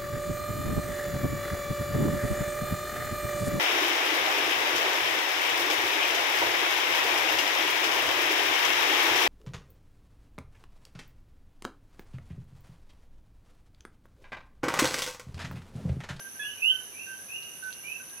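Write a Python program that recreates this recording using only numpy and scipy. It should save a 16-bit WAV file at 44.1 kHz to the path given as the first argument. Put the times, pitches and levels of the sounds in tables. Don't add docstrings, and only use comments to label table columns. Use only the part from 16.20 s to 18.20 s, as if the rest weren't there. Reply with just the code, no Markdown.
import sys
import numpy as np
from scipy import signal
from scipy.fft import rfft, irfft
from scipy.io import wavfile

SR = 44100
rng = np.random.default_rng(int(sys.argv[2]) if len(sys.argv) > 2 else 0)


def bounce(signal):
    frames = np.transpose(np.atleast_2d(signal))
    limited = np.clip(frames, -1, 1)
    pcm = np.round(limited * 32767).astype(np.int16)
    wavfile.write(sys.argv[1], SR, pcm)


N = 88200
BAND_LIMIT_HZ = 14800


def amp(db):
    return 10 ** (np.asarray(db) / 20)


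def unit(x):
    return x / np.sqrt(np.mean(x ** 2) + 1e-20)


def pan(db):
    return unit(amp([[db / 2], [-db / 2]]))


def add(mix, start_s, sound):
    part = mix[:, max(round(start_s * SR), 0):][:, :sound.shape[1]]
    part += sound[:, :part.shape[1]]


def colour(x, spectrum):
    points_hz, points_db = np.transpose(spectrum)
    hz = np.fft.rfftfreq(x.shape[-1], 1 / SR)
    gain_db = np.interp(np.log(hz + 1), np.log(points_hz), points_db, -100, -100)
    return unit(irfft(rfft(x) * amp(gain_db), x.shape[-1]))


def drift(rate_hz):
    hz = np.fft.rfftfreq(N, 1 / SR)
    return unit(irfft(rfft(rng.standard_normal(N)) * np.exp(-(hz / rate_hz) ** 2), N))


# frequency_hz, relative_db
AIR_SPECTRUM = [(20, -15), (45, -7.5), (80, -2), (180, 0.5), (450, -0.5), (1000, -5), (2100, -6),
                (4300, -10), (7500, -13), (12000, -15.5), (15000, -28.5)]


def air(level_db=-53, shared_power=0.14):
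    left, right, shared = rng.standard_normal((3, N))
    noise = np.array([left, right]) + np.sqrt(shared_power) * shared
    return amp(level_db) * colour(noise, AIR_SPECTRUM)


# frequency_hz, relative_db
CRICKET_SPECTRUM = [(5200, -27), (5550, -17), (5800, -6), (6020, -0.5), (6130, 1), (6270, -4.5),
                    (6420, -25), (6700, -53)]


def crickets(level_db=-50.5, pulse_hz=44, depth=0.35):
    phase = 2 * np.pi * np.cumsum(pulse_hz * (1 + 0.019 * drift(rate_hz=4.5))) / SR
    throb = np.exp(depth * (np.cos(phase) + 0.46 * np.cos(2 * phase)) / 2)
    trills = colour(rng.standard_normal((2, N)), CRICKET_SPECTRUM)
    return amp(level_db) * pan(db=-5.5) * unit(trills * throb)


# frequency_hz, relative_db
BUZZ_SPECTRUM = [(7500, -44), (8900, -18), (9800, -7), (10400, -2.5), (10950, -1), (11700, -10.5),
                 (12600, -14), (13600, -20), (14600, -30)]


def high_buzz(rate_hz=172.27, half_width_hz=7, decay_s=0.0011, rasp_db=-48.5, hiss_db=-52):
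    t, hz = np.arange(N) / SR, np.fft.rfftfreq(N, 1 / SR)
    harmonic = np.round(hz / rate_hz).astype(int)
    emphasis = amp(3.5 * (harmonic % 3 == 0))
    comb = emphasis / np.hypot(1, (hz - harmonic * rate_hz) / half_width_hz)
    side_phasors = np.exp(2j * np.pi * rng.random((2, harmonic.max() + 1)))[:, harmonic]
    flutter_phasors = np.exp(2j * np.pi * rng.random(len(hz)))
    rasp = colour(irfft(comb * side_phasors * flutter_phasors, N), BUZZ_SPECTRUM)
    hiss = colour(rng.standard_normal((2, N)), BUZZ_SPECTRUM)
    throb = unit(1 + 0.63 * np.exp(-(t % (1 / rate_hz)) / decay_s))
    return (amp(rasp_db) * rasp + amp(hiss_db) * hiss) * throb


def echoes(x, echo_db, gap_s=0.0044, reflections_per_s=2000, garden_t60_s=0.57, left_lag_s=0.00011):
    t = np.arange(SR) / SR
    reflections = rng.standard_normal((2, SR)) * (rng.random((2, SR)) < reflections_per_s / SR)
    wall_t60_s = max(0.25 + 0.0243 * echo_db, 0.05)
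    decay = np.hypot(amp(-60 * t / wall_t60_s), amp(-20 - 60 * t / garden_t60_s))
    wet = signal.fftconvolve(x[None], reflections * (t > gap_s) * decay, axes=1)
    right = np.pad(x, (0, SR - 1))
    direct = np.array([np.roll(right, round(left_lag_s * SR)), right])
    out = direct + amp(echo_db) * wet * np.linalg.norm(x) / np.linalg.norm(wet, axis=1, keepdims=True)
    return out * np.linalg.norm(x) / np.linalg.norm(out, axis=1, keepdims=True)


def far_frogs(note, pitch_hz, level_db, notes_per_s):
    out = np.zeros((2, N + SR))
    count = round(notes_per_s * (N / SR + 1))
    for k, (delay, detune) in enumerate(rng.random((count, 2))):
        call = note(pitch_hz * (1 + 0.12 * (detune - 0.5)))
        add(out, (k + delay) / notes_per_s, echoes(call, echo_db=13))
    return amp(level_db) * pan(db=-7) * unit(out[:, SR:])


def whistle_phase(hz, waver=0.0013):
    return 2 * np.pi * np.cumsum(hz * (1 + waver * drift(rate_hz=100)[:len(hz)])) / SR


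def gate(t, attack_s, release_s):
    ramp = np.clip(np.minimum(t / attack_s, (t[-1] - t) / release_s), 0, 1)
    return np.sin(np.pi / 2 * ramp) ** 2


def co(length_s, pitch_hz, octave_db, sag_hz_per_s=290):
    t = np.arange(0, length_s, 1 / SR)
    phase = whistle_phase(pitch_hz - sag_hz_per_s * (t - length_s / 2))
    tone = np.sin(phase) + amp(octave_db) * np.sin(2 * phase)
    return unit(gate(t, attack_s=0.0087, release_s=0.017) * tone)


# start_s, length_s, pitch_hz, level_db, pan_db, echo_db, octave_db
CO_TONES = [(0.0, 0.032, 1580, -48, 3, -3, -30), (0.041, 0.048, 1576, -44.5, -13, -4.5, -25),
            (0.136, 0.06, 1546, -47.5, -8, 14, -27), (0.191, 0.081, 1690, -35.5, -4.5, -1, -12.5),
            (.508, 0.089, 1516, -45.5, -6, 0.5, -30), (0.863, 0.094, 1554, -42.5, -8.5, -2, -23),
            (0.985, 0.036, 1555, -49.5, -1, -3, -30), (1.421, 0.086, 1519, -37.5, -9.5, -5, -36),
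            (1.795, 0.047, 1528, -49.5, -1, -3, -30), (1.921, 0.075, 1603, -54, -15, 5, -30)]


def near_co_tones():
    out = np.zeros((2, N))
    for start_s, length_s, pitch_hz, level_db, pan_db, echo_db, octave_db in CO_TONES:
        tone = co(length_s, pitch_hz, octave_db)
        add(out, start_s, amp(level_db) * pan(pan_db) * echoes(tone, echo_db))
    return out


def qui(length_s, first_hz, top_hz, swell_db=6.5):
    t = np.arange(0, length_s, 1 / SR)
    climb = 1 - np.abs(1 - t / length_s) ** 1.45
    tone = np.sin(whistle_phase(first_hz + (top_hz - first_hz) * climb))
    return unit(gate(t, attack_s=0.006, release_s=0.013) * amp(swell_db * climb) * tone)


# start_s, length_s, first_hz, top_hz, level_db, pan_db, echo_db
QUI_CALLS = [(0.191, 0.099, 2468, 3015, -39, -3, 13.5), (0.368, 0.085, 2360, 2870, -44.5, -7, 8.5),
             (0.418, .105, 2557, 3101, -21.5, -7.5, -1.5), (0.73, .1, 2280, 2800, -42, -5.5, 11.5),
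             (0.874, 0.097, 2890, 3154, -59.5, -4.5, -5), (1.068, .1, 2438, 2916, -37, -3, 21),
             (1.482, 0.056, 2583, 2868, -49.5, -10, 19), (1.598, 0.09, 2605, 3036, -50, -6, 17),
             (1.637, .11, 2282, 2690, -37.5, -8.5, 3.5), (1.955, 0.084, 2506, 2895, -50, -10, 11)]


def near_qui_calls():
    out = np.zeros((2, N))
    for start_s, length_s, first_hz, top_hz, level_db, pan_db, echo_db in QUI_CALLS:
        call = qui(length_s, first_hz, top_hz)
        add(out, start_s, amp(level_db) * pan(pan_db) * echoes(call, echo_db))
    return out


# start_s, peak_db, pitch_hz, pan_db
FIBRE_SNAPS = [(1.23, -36, 3900, -5), (1.375, -42, 4800, -1), (1.439, -39, 4600, -2),
               (1.473, -42, 4280, -4), (1.507, -40, 3900, 2), (1.5274, -30, 4500, -5),
               (1.898, -40, 3500, 0)]


def fruit_ticks(decay_s=0.00036, half_width_octaves=0.52, room_t60_s=0.12):
    direct, t = np.zeros((2, N)), np.arange(1024) / SR
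    for start_s, peak_db, pitch_hz, pan_db in FIBRE_SNAPS:
        burst = rng.standard_normal(len(t)) * np.exp(-t / decay_s)
        edges_hz = [pitch_hz / 2 ** half_width_octaves, pitch_hz * 2 ** half_width_octaves]
        snap = signal.sosfilt(signal.butter(2, edges_hz, "band", fs=SR, output="sos"), burst)
        add(direct, start_s, amp(peak_db) * pan(pan_db) * snap / abs(snap).max())
    tail = rng.standard_normal((2, N)) * amp(-60 * np.arange(N) / SR / room_t60_s)
    return direct + signal.fftconvolve(direct, tail / np.linalg.norm(tail[0]), axes=1)[:, :N]


def scene():
    background = air() + crickets() + high_buzz()
    far_co = far_frogs(lambda hz: co(0.071, hz, octave_db=-30), 1610, level_db=-61, notes_per_s=14)
    far_qui = far_frogs(lambda hz: qui(0.11, 0.84 * hz, hz), 2950, level_db=-60.5, notes_per_s=20)
    return background + far_co + far_qui + near_co_tones() + near_qui_calls() + fruit_ticks()


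def record(dry):
    lowpass = signal.firwin(511, BAND_LIMIT_HZ, window=("kaiser", 9), fs=SR)
    return signal.oaconvolve(dry, lowpass[None], "same")


dry = scene()
out = record(dry)
bounce(out)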